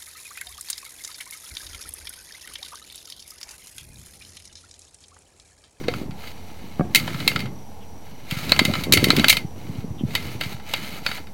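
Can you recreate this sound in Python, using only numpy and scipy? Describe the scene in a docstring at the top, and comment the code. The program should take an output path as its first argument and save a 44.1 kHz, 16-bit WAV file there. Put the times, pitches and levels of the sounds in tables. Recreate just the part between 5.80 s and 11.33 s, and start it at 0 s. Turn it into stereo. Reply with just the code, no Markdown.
"""A push cable slaps against frame and pipe mouth as it is fed off its reel into a sewer pipe.
Each slap cracks and chatters, ringing the frame and sending a falling chirp from the pipe. The cable rubs
through its guide in strokes, squeaks, and hits the inspection unit's housing with dull bumps and knocks.
The reel rumbles as it turns. Steady hiss, a low hum and a faint electronic whine lie underneath."""
import sys
import numpy as np
from scipy import signal
from scipy.fft import rfft, irfft, next_fast_len
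from scipy.io import wavfile
from scipy.ndimage import uniform_filter1d

SR = 44100
rng = np.random.default_rng(int(sys.argv[2]) if len(sys.argv) > 2 else 0)


def materialize(psi):
    """Save the field psi as 16-bit PCM at rate SR to the path in sys.argv[1].

    A 1-D psi becomes a single channel; in a 2-D psi each row is a channel.
    """
    bounded = np.clip(np.atleast_2d(psi).T, -1, 1)
    quanta = np.round(bounded * 32767).astype(np.int16)
    wavfile.write(sys.argv[1], SR, quanta)


N = 243873
TIME = np.arange(N) / SR

# Tone colour of the background hiss. Each row: frequency in Hz, relative level in dB.
HISS_COLOUR = [(15, -27), (25, 0), (43, -3), (92, 11), (117, -33.5), (195, -27.5), (373, -22.5), (439, 1.5),
               (516, -6), (936, -5.5), (1190, -18), (3720, -23), (4250, -23.5), (5280, -24.5),
               (16000, -29.5)]


def cable_slaps(crack_t60=0.015, chatter_t60=0.11, tail_t60=0.26, rise_s=0.00022, chatter_rise_s=0.0015):
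    """Each slap is a crack and a dying chatter of tiny contacts that ring frame and pipe."""
    # The frame's bright ring. Each row: frequency in Hz, width in Hz, relative level in dB.
    ring_modes = [(2084, 177, 5.9), (2312, 145, 7.6), (2705, 480, 7.3), (3150, 360, 7.5), (3792, 264, 5.4),
                  (4413, 630, 4.8), (4660, 382, 7.8)]
    # The frame's dull clack. Each row: frequency in Hz, width in Hz, relative level in dB.
    clack_modes = [(564, 87, -8.5), (1390, 237, -4.5)]
    # The frame's upper ring on square hits. Each row: frequency in Hz, relative level in dB, t60 in seconds.
    ping_modes = [(4067, 5.5, 0.013), (4230, -13.5, 0.068)]
    # Bright contact noise. Each row: frequency in Hz, relative level in dB.
    sizzle_colour = [(3000, -43), (5400, 10), (6200, 12.5), (7000, 8.5), (8800, 6.5), (10200, 10.5),
                     (12400, 8.5)]
    out, t = np.zeros(N), TIME[:8192]
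    chirp, ping = pipe_chirp(), ring(ping_modes)
    for start, db, clack_db, ping_db, sizzle_db, chatter_db in slap_events():
        crack = amp(-60 * t / crack_t60)
        chatter = amp(chatter_db - 60 * t / chatter_t60) * np.tanh(t / chatter_rise_s)
        tail = amp(-30 - 60 * t / tail_t60)
        force = (1 - np.exp(-t / rise_s)) * (crack + chatter + tail)
        grit = rng.standard_normal((3, len(t))) * force
        contacts = (unit(resonate(grit[0], ring_modes))
                    + amp(clack_db) * unit(resonate(grit[1], clack_modes))
                    + amp(sizzle_db) * unit(colour(grit[2], sizzle_colour)))
        # the first 5 ms of the contact set its level
        contacts *= amp(-2) * np.sqrt(np.mean(force ** 2) / np.mean(force[:SR // 200] ** 2))
        # more chatter feeds more sound into the pipe
        pipe = amp(1 + chatter_db / 2) * chirp
        add(out, start, amp(db) * (contacts + amp(2 + ping_db) * ping + pipe))
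    return out


def slap_events(firm_db=-16.5, max_chatter_db=-11.5):
    """Slaps and light ticks: brighter ones clack less and sizzle more; bright or weak ones chatter more."""
    # The cable's slaps. Each row: start in seconds, level in dB,
    # brightness from 0 (dull clack) to 1 (sizzling skid), relative ping level in dB.
    hits = [(0.038, -40, 0, -43), (0.0831, -23, .2, -2), (.1374, -29.5, 0.02, -20),
            (0.308, -41.5, 0.23, -18), (.472, -37.5, 0.5, -18), (1.1481, -9, 0.84, -5.5),
            (1.1575, -10.5, 0.92, -1), (1.198, -28, 0.6, -3), (1.277, -28.5, 0, -23),
            (1.344, -34, 0.05, -18), (1.402, -28.5, 0.4, -5), (1.4776, -11, 0.72, 2.5),
            (1.5143, -26.5, 0.25, -19), (1.56, -19, 0.1, -29), (1.5912, -28, 0.5, -16),
            (1.603, -28, 0.57, -17), (1.6565, -36.5, 0.12, -18), (2.51, -21.5, 0.6, -34),
            (2.694, -23.5, 0.63, -3), (2.7201, -12, 0.22, 9), (2.7625, -23.5, 0.45, -18),
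            (2.7918, -8, 0.38, -5), (2.8508, -14, 0.65, -21), (2.937, -21, 0.24, -5), (2.953, -26, 0, -5),
            (3.037, -24.5, 0.79, -3), (3.1232, -8.5, 0.94, -1.5), (3.135, -10, 0.94, 0),
            (3.1723, -11, 0.52, -8), (3.242, -11.5, 0.76, -4), (3.284, -23.5, 0.6, -18),
            (3.3042, -15, 0.04, 9.5), (3.316, -25.5, 0.55, 3), (3.365, -16, 0.69, -8),
            (3.3857, -22, .5, -17), (3.396, -18, 0.4, -0.5), (3.443, -10.5, 0.13, -17),
            (3.4832, -10, 0.83, -0.5), (3.496, -14.5, 1, 4), (3.4991, -6.5, 0.94, 0),
            (3.527, -14, 0.59, -3), (3.569, -17, 0.59, 0), (4.3514, -14, 0.6, -13),
            (4.6102, -19.5, 0.42, -14), (4.635, -27.5, .55, -16), (4.798, -44.5, 0, -21),
            (4.9366, -15, .42, -15), (5.2632, -15.5, 0.26, -18), (5.314, -25, 0.2, -17),
            (5.469, -44.5, 0.14, -22)]
    ticks = [(start, db, 0.31 * chance, -15)
             for start, db, chance in scatter(sliding_db(), per_s=9, spread_db=1)]
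    for start, db, brightness, ping_db in hits + ticks:
        clack_db = np.interp(brightness, [0, 1], [3.5, -20])
        sizzle_db = np.interp(brightness, [0, 1], [-26, 1.5])
        chatter_db = np.interp(brightness, [0, 1], [-31, max_chatter_db])
        bounce_db = max(firm_db - db, 0)  # the cable bounces more on a weak slap
        yield start, db, clack_db, ping_db, sizzle_db, min(chatter_db + bounce_db, max_chatter_db)


def pipe_chirp(cutoff_hz=2030, transit_s=.0105, t60=0.12):
    """The pipe's first cross mode arrives late and falls towards its cut-off."""
    t = TIME[:8192]
    phase = 2 * np.pi * cutoff_hz * np.sqrt(t * (t + 2 * transit_s))
    return np.tanh(t / transit_s) ** 2 * amp(-60 * t / t60) * np.sin(phase)


def frame_ring(x, long_db=-3, dense_db=-9):
    """Whatever touches the frame leaves it ringing briefly."""
    # Lightly damped modes of the frame. Each row: frequency in Hz, width in Hz, relative level in dB.
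    long_modes = [(2080, 13, -1), (2170, 31, -19), (3020, 48, -2), (2980, 21, -24.5), (3660, 41, -25),
                  (4500, 18, 12.5)]
    return x + amp(long_db) * resonate(x, long_modes) + amp(dense_db) * dense_ring(x, t60=0.032)


def cable_rubbing(grain_db=2.5, flutter_db=1.0, ring_db=-2.0, gain_db=-0.4):
    """Dense, uneven slips of the cable hiss and ring the guide."""
    # Tone colour of the friction. Each row: frequency in Hz, relative level in dB.
    rub_colour = [(250, -15.5), (600, 7), (900, -2), (1350, 7), (1750, -1), (2300, 4.5), (3000, -1),
                  (3450, -4), (4600, 1.5), (5400, -8.5), (6300, -3.5), (7500, -10.5), (11000, -8.5),
                  (16000, -7.5)]
    # Resonances of the guide. Each row: frequency in Hz, width in Hz, relative level in dB.
    guide_modes = [(1280, 220, -10), (2225, 140, 3), (2700, 220, 0), (2930, 230, 3), (4150, 440, -0.5)]
    slips = rng.standard_normal((2, N)) * amp(grain_db * wander(1200) + flutter_db * wander(45))
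    friction = unit(colour(slips[0], rub_colour))
    guide = amp(ring_db) * unit(resonate(slips[1], guide_modes))
    return unit(friction + guide) * amp(sliding_db() + gain_db)


def sliding_db():
    """Level curve of the cable: it gathers speed before a stroke, stops after it and creeps in between."""
    # Strokes through the guide. Each row: start in seconds, end in seconds, level in dB.
    strokes = [(0, .05, -47), (.1, .21, -43.5), (.4, .51, -43.5), (.55, 1.0, -51.5), (1.17, 1.61, -38.5),
               (2.25, 2.45, -53.5), (2.52, 3.02, -35), (3.18, 3.54, -32.5), (3.79, 4.01, -50),
               (4.32, 4.54, -39), (4.63, 4.73, -38), (4.89, 5.18, -37.5), (5.27, 5.37, -36)]
    return motion(strokes, rise_db_per_s=274, fall_db_per_s=281, rest_db=-63.5)


def housing_bumps(swell_cycles=0.56, overtone_ratio=1.423, overtone_db=-12, gain_db=-1, low_cut_hz=85):
    """Soft blows swell and die within two or three cycles, each with a weak second tone."""
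    # Heavy bumps on the housing. Each row: start in seconds, level in dB, pitch in Hz.
    heavy_bumps = [(.215, -20.5, 310), (.292, -18.5, 143), (1.231, -17.5, 144), (1.347, -21, 151),
                   (1.468, -16, 237), (1.554, -20, 136), (1.601, -20, 155), (1.725, -27, 199),
                   (2.522, -13.5, 148), (2.568, -19, 137), (2.717, -12, 227), (2.815, -9, 256),
                   (2.852, -12, 185), (2.879, -11, 175), (2.898, -11.5, 183), (3.07, -15, 293),
                   (3.082, -18, 293), (3.11, -13, 190), (3.138, -9.5, 323), (3.167, -9, 276),
                   (3.228, -8.5, 295), (3.269, -10, 330), (3.284, -12, 246), (3.302, -8.5, 210),
                   (3.333, -7.5, 325), (3.382, -8, 268), (3.396, -8.5, 238), (3.413, -14, 156),
                   (3.573, -22.5, 143), (3.646, -14.5, 150), (3.894, -17, 124), (3.982, -18, 114),
                   (4.042, -15.5, 201), (4.105, -17, 110), (4.209, -19, 223), (4.235, -10.5, 192),
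                   (4.247, -13.5, 116), (4.553, -20, 113), (4.661, -18.5, 130), (4.743, -21, 119)]
    out, t = np.zeros(N), TIME[:4096]
    for start, db, hz in heavy_bumps + reel_jolts():
        age, phase = t * hz / swell_cycles, 2 * np.pi * hz * t
        swell = (age * np.exp(1 - age)) ** 2
        overtone = amp(overtone_db) * np.sin(phase * overtone_ratio * rng.uniform(0.58, 1.335))
        add(out, start, amp(db + gain_db) * swell * (np.sin(phase) + overtone))
    return signal.sosfilt(signal.butter(2, low_cut_hz, "high", fs=SR, output="sos"), out)


def housing_knocks(band_hz=(120, 1900)):
    """Hard blows ring the housing's main mode and overtones; it carries neither deep bass nor treble."""
    # Hard knocks. Each row: start in seconds, level in dB, main pitch in Hz, t60 in seconds,
    # relative overtone level in dB.
    blows = [(0.0841, -9, 483, 0.039, -18.5), (0.9963, -7.5, 189, 0.053, -15.5),
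             (1.0095, -13.5, 187, 0.092, -5.5)]
    # Upper modes of the housing. Each row: frequency in Hz, relative level in dB, t60 in seconds.
    housing_modes = [(273, 10.5, 0.021), (392, -2, 0.041), (550, 4, 0.028), (719, -4, 0.17),
                     (1150, 0.5, 0.017), (1615, -17.5, 0.13), (2220, -17, 0.072)]
    out, overtones = np.zeros(N), ring(housing_modes)
    for start, db, hz, t60, overtone_db in blows:
        add(out, start, -amp(db) * (ring([(hz, 0, t60)]) + amp(overtone_db) * overtones))
    return signal.sosfilt(signal.butter(2, band_hz, "band", fs=SR, output="sos"), out)


def cable_squeaks():
    """Short rough glides where the cable sticks and slips."""
    # Squeaks. Each row: start and length in seconds, first pitch, last pitch and width in Hz, level in dB.
    glides = [(2.0, .055, 3300, 2700, 1400, -53), (2.882, .036, 520, 790, 100, -27),
              (4.178, .047, 3400, 2850, 1000, -44.5)]
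    out = np.zeros(N)
    for start, length, start_hz, end_hz, width, db in glides:
        progress = np.clip((TIME - start) / length, 0, 1)
        pitch = start_hz + (end_hz - start_hz) * progress
        out += amp(db) * np.sin(np.pi * progress) * wavering_tone(pitch, width)
    return out


def reel_rumble(lumpy_db=2, hollow_db=-5, gain_db=-1):
    """The turning reel rumbles in lumps and sounds its hollow drum."""
    # Tone colour of the rumble. Each row: frequency in Hz, relative level in dB.
    rumble_colour = [(18, -50), (30, -16), (75, -2.5), (142, 1.5), (301, -9.5), (452, -19), (602, -18.5),
                     (649, -26), (891, -37), (1100, -21.5), (1430, -49.5), (2420, -120)]
    # Resonances of the drum. Each row: frequency in Hz, width in Hz, relative level in dB.
    drum_modes = [(145, 54, -4.5), (244, 53, 0.3), (316.0, 127, -4.0)]
    lumps = rng.standard_normal((2, N)) * amp(lumpy_db * wander(70))
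    rumble = unit(colour(lumps[0], rumble_colour))
    drum = amp(hollow_db) * unit(resonate(lumps[1], drum_modes))
    return unit(rumble + drum) * amp(turning_db() + gain_db)


def reel_jolts(low_hz=140.3, high_hz=326, lift_db=8):
    """Light bumps of random pitch, as strong as the reel is fast."""
    return [(start, db, low_hz * (high_hz / low_hz) ** chance)
            for start, db, chance in scatter(turning_db() + lift_db, per_s=20, spread_db=5)]


def turning_db():
    """Level curve of the reel: it spins up, coasts down and never quite rests."""
    # Runs of the reel. Each row: start in seconds, end in seconds, level in dB.
    runs = [(0, .22, -31.5), (.8, .83, -39.5), (1.03, 1.66, -32), (2.65, 3.0, -29.5), (3.1, 3.38, -22.5),
            (3.76, 4.2, -38), (4.27, 4.65, -35.5), (4.93, 5.36, -40)]
    return motion(runs, rise_db_per_s=219.5, fall_db_per_s=73, rest_db=-46)


def background(hiss_db=-47, sway_db=-0.8, waver_db=2):
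    """Steady hiss with a wavering hum and electronic whine."""
    # Hum and whine. Each row: frequency in Hz, width in Hz, level in dB.
    tones = [(85, 5.8, -52), (205, 33, -53.5), (813, 240, -55), (5820, 490, -62.5), (11450, 400, -70)]
    hiss = unit(colour(rng.standard_normal(N), HISS_COLOUR)) * amp(hiss_db + sway_db * wander(4.0))
    return hiss + sum(amp(db + waver_db * wander(6.4)) * wavering_tone(hz, width) for hz, width, db in tones)


def amp(db):
    """Decibels to gain."""
    return 10 ** (np.asarray(db) / 20)


def unit(x):
    """Scale to rms 1."""
    return x / np.sqrt(np.mean(x ** 2))


def add(out, start, x):
    """Mix a short sound in at a start time in seconds."""
    i = max(int(start * SR), 0)
    out[i:i + len(x)] += x[:max(N - i, 0)]


def colour(x, points):
    """Causal equaliser through points of frequency in Hz and gain in dB."""
    hz, db = np.transpose(points)
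    size = next_fast_len(len(x) // 2 + 1024) * 2
    freqs = np.maximum(np.arange(size // 2 + 1) * SR / size, 1)
    gain = amp(np.interp(np.log(freqs), np.log(hz), db))
    # minimum phase, so nothing rings ahead of a hit
    cepstrum = irfft(np.log(gain))
    cepstrum[1:size // 2] *= 2
    cepstrum[size // 2 + 1:] = 0
    return irfft(rfft(x, size) * np.exp(rfft(cepstrum)))[:len(x)]


def resonate(x, modes):
    """Parallel resonances of alternating sign, so that the valleys between them stay shallow."""
    return sum((-1) ** k * amp(db) * signal.lfilter(*signal.iirpeak(hz, hz / width, SR), x)
               for k, (hz, width, db) in enumerate(modes))


def ring(modes):
    """Free decay of modes after one blow."""
    t = TIME[:8192]
    return sum(amp(db - 60 * t / t60) * np.sin(2 * np.pi * hz * t) for hz, db, t60 in modes)


def dense_ring(x, t60):
    """The ring of countless weak modes, with about the same power as x."""
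    t = TIME[:4096]
    response = rng.standard_normal(len(t)) * amp(-60 * t / t60)
    return signal.fftconvolve(x, response / np.linalg.norm(response))[:N]


def wander(rate_hz):
    """Smooth random drift with spread near 1."""
    hold = max(int(SR / rate_hz), 1)
    steps = np.repeat(rng.standard_normal(N // hold + 1), hold)
    return unit(uniform_filter1d(steps, hold)[:N])


def wavering_tone(hz, width):
    """Narrow noise around a centre pitch that may move."""
    phase = 2 * np.pi * np.cumsum(np.broadcast_to(hz, N)) / SR
    return unit(wander(width) * np.cos(phase) + wander(width) * np.sin(phase))


def motion(rows, rise_db_per_s, fall_db_per_s, rest_db):
    """Level in dB of movements that rise, hold and fall back to a resting level."""
    moves = [db - rise_db_per_s * np.maximum(start - TIME, 0) - fall_db_per_s * np.maximum(TIME - end, 0)
             for start, end, db in rows]
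    return np.maximum(np.max(moves, axis=0), rest_db)


def scatter(level_db, per_s, spread_db):
    """Uneven events along a level curve. Each row: start in seconds, level in dB, a chance from 0 to 1."""
    return [(start, np.interp(start, TIME, level_db) + spread_db * (2 * size - 1), chance)
            for k, (late, size, chance) in enumerate(rng.random((256, 3)))
            if (start := (k + late) / per_s) < TIME[-1]]


def scene(side_ring_db=-28, side_hiss_db=-59):
    """Cable, housing, reel and background, nearly mono: only a trace of colour and noise adds width."""
    cable = frame_ring(cable_slaps() + cable_rubbing())
    mono = cable + housing_bumps() + housing_knocks() + cable_squeaks() + reel_rumble() + background()
    side = amp(side_ring_db) * dense_ring(mono, t60=0.0083)
    side += amp(side_hiss_db) * unit(colour(rng.standard_normal(N), HISS_COLOUR))
    return np.array([mono + side, mono - side])


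def record(dry):
    """The loudest slaps overload the input; the top is cut; each channel sits slightly off zero."""
    top_hz, dc_offset = 16000, np.array([[.012], [.025]])
    lowpass = signal.ellip(10, .2, 70, top_hz, fs=SR, output="sos")
    return signal.sosfilt(lowpass, np.clip(dry, -1, 1)) + dc_offset


dry = scene()
out = record(dry)
materialize(out)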